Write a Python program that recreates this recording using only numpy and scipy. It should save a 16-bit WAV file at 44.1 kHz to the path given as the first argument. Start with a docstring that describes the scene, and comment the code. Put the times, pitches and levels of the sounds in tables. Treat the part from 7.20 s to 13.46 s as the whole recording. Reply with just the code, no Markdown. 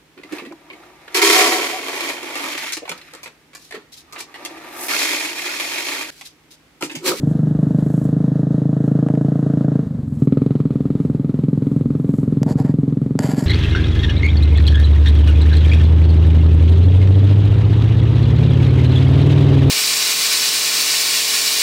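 """A single-cylinder engine chugs outdoors, eases off for a few strokes and settles to a slower beat.
Each firing booms in the exhaust and spits a little gas, over the machine's rush and a low rumble.
Close by, a plastic spoon pushes chopped greens, which rustle wetly. It taps and scrapes a plastic
cutting board, mostly near the end, and both spoon and board ring briefly."""
import sys
import numpy as np
from scipy import signal
from scipy.fft import rfft, irfft
from scipy.io import wavfile

SR = 44100
rng = np.random.default_rng(int(sys.argv[2]) if len(sys.argv) > 2 else 0)


def generate_wav(signal):
    """Clip the signal to [-1, 1] and save it as 16-bit WAV at the path in sys.argv[1]."""
    frames = np.transpose(np.atleast_2d(signal))
    scaled = np.clip(frames, -1, 1) * 32767
    pcm = np.round(scaled).astype(np.int16)
    wavfile.write(sys.argv[1], SR, pcm)


N = 276066
T = np.arange(N) / SR
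EASE_OFF_S = (2.47, 2.97)  # the throttle closes between these times


def undb(db):
    """Turn decibels into a gain."""
    return 10 ** (np.asarray(db) / 20)


def unit(x):
    """Scale a sound to an average (rms) level of one."""
    return x / np.sqrt(np.mean(x ** 2))


def curve(table, t, column=1):
    """Read one column of a time table at times t."""
    table = np.array(table)
    return np.interp(t, table[:, 0], table[:, column])


def shape(points, hz):
    """Read a tone curve, in dB, at the given frequencies."""
    point_hz, db = np.transpose(points)
    return np.interp(np.log(hz + 1), np.log(point_hz), db)


def colour(x, points):
    """Filter a sound with a tone curve and scale it to level one."""
    gains = undb(shape(points, np.fft.rfftfreq(N, 1 / SR)))
    return unit(irfft(rfft(x) * gains, N))


def dull(x, hz, order=2):
    """Turn down the treble above hz."""
    return signal.sosfilt(signal.butter(order, hz, fs=SR, output="sos"), x)


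def ring(db):
    """Turn each row of dB values into a sudden, fading ring with that spectrum."""
    cepstrum = irfft(np.log(undb(db)))
    half = cepstrum.shape[-1] // 2
    fold = np.r_[1, np.full(half - 1, 2), 1, np.zeros(half - 1)]  # moves the energy to the start
    return irfft(np.exp(rfft(cepstrum * fold)))


def wander(turns_per_s):
    """A random drift, about one unit up or down."""
    knots = rng.standard_normal(2048)
    return np.interp(T * turns_per_s, np.arange(len(knots)), knots)


def add(track, s, sound):
    """Lay a sound into a track at s seconds."""
    start = int(np.clip(s * SR, 0, N))
    track[start:start + len(sound)] += sound[:N - start]


def grains(per_s, spread_db):
    """Dense tiny clicks of uneven size."""
    clicks = (rng.random(N) < per_s / SR) * rng.standard_normal(N)
    return unit(clicks * undb(spread_db * rng.standard_normal(N)))


# The rumble's tone. 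Each row: frequency in Hz, relative level in dB.
RUMBLE_TONE = [(15, -40), (30, -78), (45, -40), (62, -8.5), (100, -6.5), (160, -0.5), (280, -5),
               (400, -34.5), (900, -66)]
# Its loudness. Each row: time in seconds, level in dB.
RUMBLE_SWELL = [(0, -25.5), (1.0, -28), (1.7, -38), (2.9, -27), (3.6, -29.5), (4.7, -25.5), (6.26, -31)]
def rumble():
    """A low outdoor rumble swells and fades slowly."""
    return colour(rng.standard_normal(N), RUMBLE_TONE) * undb(curve(RUMBLE_SWELL, T))


def outdoors(x, echo_db=-24, fade_s=.18, delay_s=.015, size=16384):
    """The surroundings add a faint, short echo to a sound."""
    age = np.arange(size) / SR
    echo = rng.standard_normal(size) * (age > delay_s) * np.exp(-np.log(1000) * age / fade_s)
    return x + undb(echo_db) * signal.fftconvolve(x, echo / np.linalg.norm(echo))[:N]


# How hard the engine works. Each row: time in seconds, extra boom in dB, load in dB.
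EFFORT = [(0, 3.5, -6), (.25, -1, -3.5), (.5, 1, -1.5), (.8, 0.5, -2), (1.5, 1.5, -3), (1.9, 0.5, 2.5),
          (2.2, 0, 0.5), (2.6, 0.7, 2), (3.0, 3, 0), (3.15, 1.8, 5), (3.6, -0.6, 1.5), (3.8, -0.5, 2),
          (4.05, -1, 0.5), (4.35, -0.3, 1), (5.0, 0.5, 0), (5.4, 2.5, -3.5), (5.7, -0.1, -1), (6.26, -1, 2)]
def load(t):
    """The load at times t: more of it brightens the boom and lifts the spit and rush."""
    return curve(EFFORT, t, column=2)


def coasting(t, start_s=2.613, end_s=2.995):
    """One while the engine coasts and fires weakly, otherwise zero."""
    return 1. * ((t > start_s) & (t < end_s))


def turbulence(fast_tone, slow_tone):
    """Swirling gas: noise that changes tone as the engine eases off."""
    slow_share = np.interp(T, EASE_OFF_S, (0, 1))
    fast = colour(rng.standard_normal(N), fast_tone)
    slow = colour(rng.standard_normal(N), slow_tone)
    return np.sqrt(1 - slow_share) * fast + np.sqrt(slow_share) * slow


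# The rush's tone at each beat. Each row: frequency in Hz, relative level in dB.
FAST_RUSH_TONE = [(20, -11.5), (150, 6), (450, 5.5), (680, -4), (850, -9.5), (1200, -12), (1750, -16),
                  (2350, -30), (3800, -25.5), (5200, -33), (6800, -31), (10000, -38), (15000, -46)]
SLOW_RUSH_TONE = [(20, -10), (150, 6.5), (450, 1.5), (680, -11.5), (850, -12.5), (1300, -20), (1700, -22),
                  (2500, -28.5), (4200, -29.5), (5500, -36.5), (7800, -34), (10000, -39.5), (15000, -47)]
def rush(fast_db=-36, slow_db=-38, per_load=0.088, coast_db=-3.5, lag_s=0.099, flutter_db=1.27):
    """Intake and machine noise sinks gradually as the engine coasts and stays duller after."""
    hold = np.exp(-1 / (lag_s * SR))
    sunk = signal.lfilter([1 - hold], [1, -hold], coasting(T))
    db = np.interp(T, EASE_OFF_S, (fast_db, slow_db)) + per_load * load(T) + coast_db * sunk
    return turbulence(FAST_RUSH_TONE, SLOW_RUSH_TONE) * undb(db + flutter_db * wander(30))


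# The wet rustle's tone. Each row: frequency in Hz, relative level in dB.
RUSTLE_TONE = [(1000, -8.5), (5000, -10), (7700, 2), (9000, -5), (10700, -2.5), (12200, -8.5),
               (14000, -9.5), (16000, -2.5)]
# Pushes of the greens. Each row: peak time in seconds, build-up in seconds, level in dB.
GREENS_PUSHES = [(.1, 0.16, -59.5), (.65, 0.36, -66), (.82, 0.17, -51), (1.68, .15, -62),
                 (1.96, 0.074, -59), (2.22, .1, -64), (2.89, 0.046, -66), (3.02, 0.091, -58),
                 (3.64, 0.074, -65), (3.83, 0.049, -61.5), (4.58, 0.21, -62), (4.99, 0.16, -53.5)]
def greens(crackles_per_s=2000, patchy_db=2, rest_db=-80, build_db=12, settle_s=0.05):
    """Moist pieces rustle more and more as the spoon heaps them up, then settle."""
    motion = np.full(N, undb(rest_db))
    for s, build_s, db in GREENS_PUSHES:
        build = undb(db - build_db * np.maximum(s - T, 0) / build_s)
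        motion += build * np.exp(-np.maximum(T - s, 0) / settle_s)
    rustle = colour(grains(crackles_per_s, spread_db=3.5), RUSTLE_TONE)
    return rustle * motion * undb(patchy_db * wander(40))


# The notes that board and spoon ring at. Each row: pitch in Hz, width in Hz, relative level in dB.
BOARD_NOTES = [(490, 55, 10.5), (605, 74, 11.5), (763, 116, 5.5), (890, 43, 1), (1390, 110, -1),
               (1660, 130, -0.5), (1860, 53, -5), (2310, 43, -31), (2870, 510, -14.5)]
SPOON_NOTES = [(3620, 110, -29), (4700, 115, -0.5), (5100, 720, -4.5), (6000, 370, -9.5), (6790, 200, -1.5),
               (7520, 175, 1), (8500, 520, -15), (10470, 130, -7), (11060, 780, -9.5), (13200, 1000, -24)]
def plastic(on_spoon, on_board):
    """Spoon and board each ring briefly under the force on them; wider notes die sooner."""
    return sum(undb(db) * signal.lfilter(*signal.iirpeak(hz, hz / width, fs=SR), force)
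               for force, notes in ((on_spoon, SPOON_NOTES), (on_board, BOARD_NOTES))
               for hz, width, db in notes)


# Spoon strokes. Each row: start in seconds, length in seconds, relative level in dB,
# extra board level in dB, the board's treble limit in Hz.
SPOON_SCRAPES = [(5.26, 0.029, -49.5, 21.5, 750), (5.283, 0.038, -40, 10, 1000),
                 (5.367, 0.056, -46, 16, 900), (5.433, 0.084, -53, 14.5, 1590),
                 (5.996, 0.064, -32.5, 2.5, 6000), (6.062, 0.13, -37.5, 2, 5000),
                 (6.175, 0.12, -36, -0.5, 6000)]
def scrapes(scrape_db=8.5, slips_per_s=2200, judder_db=1.5, bite_s=0.0071, lift_s=0.01, sag_db_per_s=30):
    """The spoon's edge sticks and slips on the grained board; greens under it dull the board."""
    slips = grains(slips_per_s, spread_db=-1) * undb(scrape_db + judder_db * wander(120))
    force = dull(slips, hz=12500)  # soft plastic rounds each slip
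    on_spoon, on_board = np.zeros(N), np.zeros(N)
    for s, length_s, db, board_db, dull_hz in SPOON_SCRAPES:
        age = np.maximum(T - s, 0)
        bite = 1 - np.exp(-age / bite_s)
        lift = np.exp(-np.maximum(age - length_s, 0) / lift_s)
        stroke = force * bite * lift * undb(db - sag_db_per_s * np.minimum(age, length_s))
        on_spoon += stroke
        on_board += undb(board_db) * dull(stroke, dull_hz)
    return plastic(on_spoon, on_board)


# Each row: start in seconds, relative level in dB, extra board level in dB, treble limit in Hz.
SPOON_TAPS = [(1.8868, -25.5, 11.5, 1600), (1.953, -42, 15, 4000), (5.2315, -16, 7, 5000),
              (5.9909, -9, 0, 12000)]
def taps(tap_db=17, chatter_s=0.00028, size=2048):
    """The spoon strikes the board and chatters for an instant; greens in between soften the blow."""
    out, age = np.zeros(N), np.arange(size) / SR
    for s, db, board_db, dull_hz in SPOON_TAPS:
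        force = .2 * rng.standard_normal(size) * np.exp(-age / chatter_s)
        force[0] = 1  # the strike itself
        force = dull(force, dull_hz, order=1)
        add(out, s, undb(tap_db + db) * plastic(force, undb(board_db) * force))
    return out


# The engine's speed. Each row: time in seconds, firings per second.
ENGINE_SPEED = [(0.0, 25.05), (0.62, 25.59), (0.79, 26.75), (1.11, 26.2), (1.35, 26.93), (1.88, 26.87),
                (2.11, 27.89), (2.59, 27.2), (3.05, 18.93), (3.27, 22.95), (3.45, 18.83), (3.57, 20.39),
                (4.05, 20.5), (4.36, 21.84), (4.54, 21.09), (5.0, 21.55), (5.74, 21.72), (6.26, 22.37)]
def firing_times(start_cycle=0.184):
    """The cylinder fires each time the engine completes a cycle."""
    cycles = start_cycle + np.cumsum(curve(ENGINE_SPEED, T)) / SR
    return np.interp(np.arange(1, int(cycles[-1]) + 1), cycles, T)


# The spit's tone at each beat. 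Each row: frequency in Hz, relative level in dB.
FAST_SPIT_TONE = [(40, -36.5), (400, -5), (650, 9.5), (900, -1.5), (1300, 3), (1800, -4.5), (2200, -24.5),
                  (2800, -15.5), (4000, -25), (6000, -25.5), (14000, -48)]
SLOW_SPIT_TONE = [(40, -34.5), (400, 9.5), (600, 8.5), (880, -10), (1250, 5.5), (1620, -13), (2080, -6.5),
                  (2700, -14.5), (4000, -13), (5600, -31.5), (14000, -39.5)]
def gas_spit(times, spit_db=-32, slow_db=-1, coast_db=-14, per_load=1.6, scatter_db=1.2,
             rise_s=0.001, fall_s=0.0021, tail_db=-20, tail_s=0.023, return_s=.0068, return_db=-11):
    """Gas puffs out with each firing, returns once along the pipe and trails off."""
    age = np.arange(2048) / SR
    fade = np.exp(-age / fall_s) + undb(tail_db) * np.exp(-age / tail_s)
    puff = (1 - np.exp(-age / rise_s)) * fade
    levels = spit_db + per_load * load(times) + coast_db * coasting(times)
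    levels += np.interp(times, EASE_OFF_S, (0, slow_db))
    levels += scatter_db * rng.standard_normal(len(times))
    flow = np.zeros(N)
    for s, db in zip(times, levels):
        add(flow, s, undb(db) * puff)
        add(flow, s + return_s, undb(db + return_db) * puff)
    return flow * turbulence(FAST_SPIT_TONE, SLOW_SPIT_TONE)


# The boom's tone at each beat. Each row: frequency in Hz, relative level in dB.
FAST_BOOM_TONE = [(8, -54.5), (40, -36.5), (75, -25.5), (105, -13.5), (143, 4), (195, -4), (245, -7),
                  (300, -4.5), (358, -26), (450, -16.5), (535, -28.5), (622, -21), (830, -39.5),
                  (6000, -112)]
SLOW_BOOM_TONE = [(8, -56.5), (60, -31.5), (110, -7.5), (141, 3), (185, -6), (240, -3), (283, -2),
                  (322, -16), (410, -14), (600, -31), (700, -38.5), (780, -39.5), (870, -51), (1250, -44),
                  (1700, -74.5), (7000, -115)]
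# Coasting lifts the deep bass and cuts the rest. Each row: frequency in Hz, change in dB.
COAST_BOOM_CHANGE = [(60, 6), (140, -7), (250, -9), (300, -23), (390, -26), (700, -11.5)]
def exhaust(times, boom_db=39, scatter_db=-0.2, ripple_db=1.3, ripple_hz=55, slow_bright_db=-1.5,
            lag_hz=80, size=4096):
    """Every firing rings the exhaust; harder ones are brighter, and no two burn alike."""
    hz = np.fft.rfftfreq(size, 1 / SR)
    slow_share = np.interp(times, EASE_OFF_S, (0, 1))[:, None]
    tone_db = (1 - slow_share) * shape(FAST_BOOM_TONE, hz) + slow_share * shape(SLOW_BOOM_TONE, hz)
    bright_db = load(times) + np.interp(times, EASE_OFF_S, (0, slow_bright_db))
    tone_db += bright_db[:, None] * shape([(150, 0), (480, 1)], hz)  # none below 150 Hz, full from 480
    tone_db += coasting(times)[:, None] * shape(COAST_BOOM_CHANGE, hz)
    chance = rng.standard_normal((len(times), size // 8))
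    ripples = np.array([np.interp(hz / ripple_hz, np.arange(len(row)), row) for row in chance])
    tone_db += ripple_db * ripples
    gains = undb(boom_db + curve(EFFORT, times) + scatter_db * chance[:, -1])
    out = np.zeros(N)
    for s, gain, boom in zip(times, gains, ring(tone_db)):
        add(out, s, gain * boom)
    # the silencer delays the bass a little, so each boom swells at first
    silencer = signal.bilinear([1, -2 * np.pi * lag_hz], [1, 2 * np.pi * lag_hz], SR)
    return signal.lfilter(*silencer, out)


def scene():
    """Engine and spoon, both heard from the centre."""
    times = firing_times()
    chug = outdoors(exhaust(times) + gas_spit(times))
    mono = chug + rush() + rumble() + taps() + scrapes() + greens()
    return np.array([mono, mono])


def record(dry, hiss_db=-77, balance_db=0.13, top_hz=15400):
    """The left side is a touch louder, each side hisses faintly, and the highest treble is cut."""
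    hiss = undb(hiss_db) * rng.standard_normal(dry.shape)
    sound = dry * undb(np.array([[balance_db], [-balance_db]]) / 2) + hiss
    return signal.sosfilt(signal.ellip(10, .2, 80, top_hz, fs=SR, output="sos"), sound)


dry = scene()
out = record(dry)
generate_wav(out)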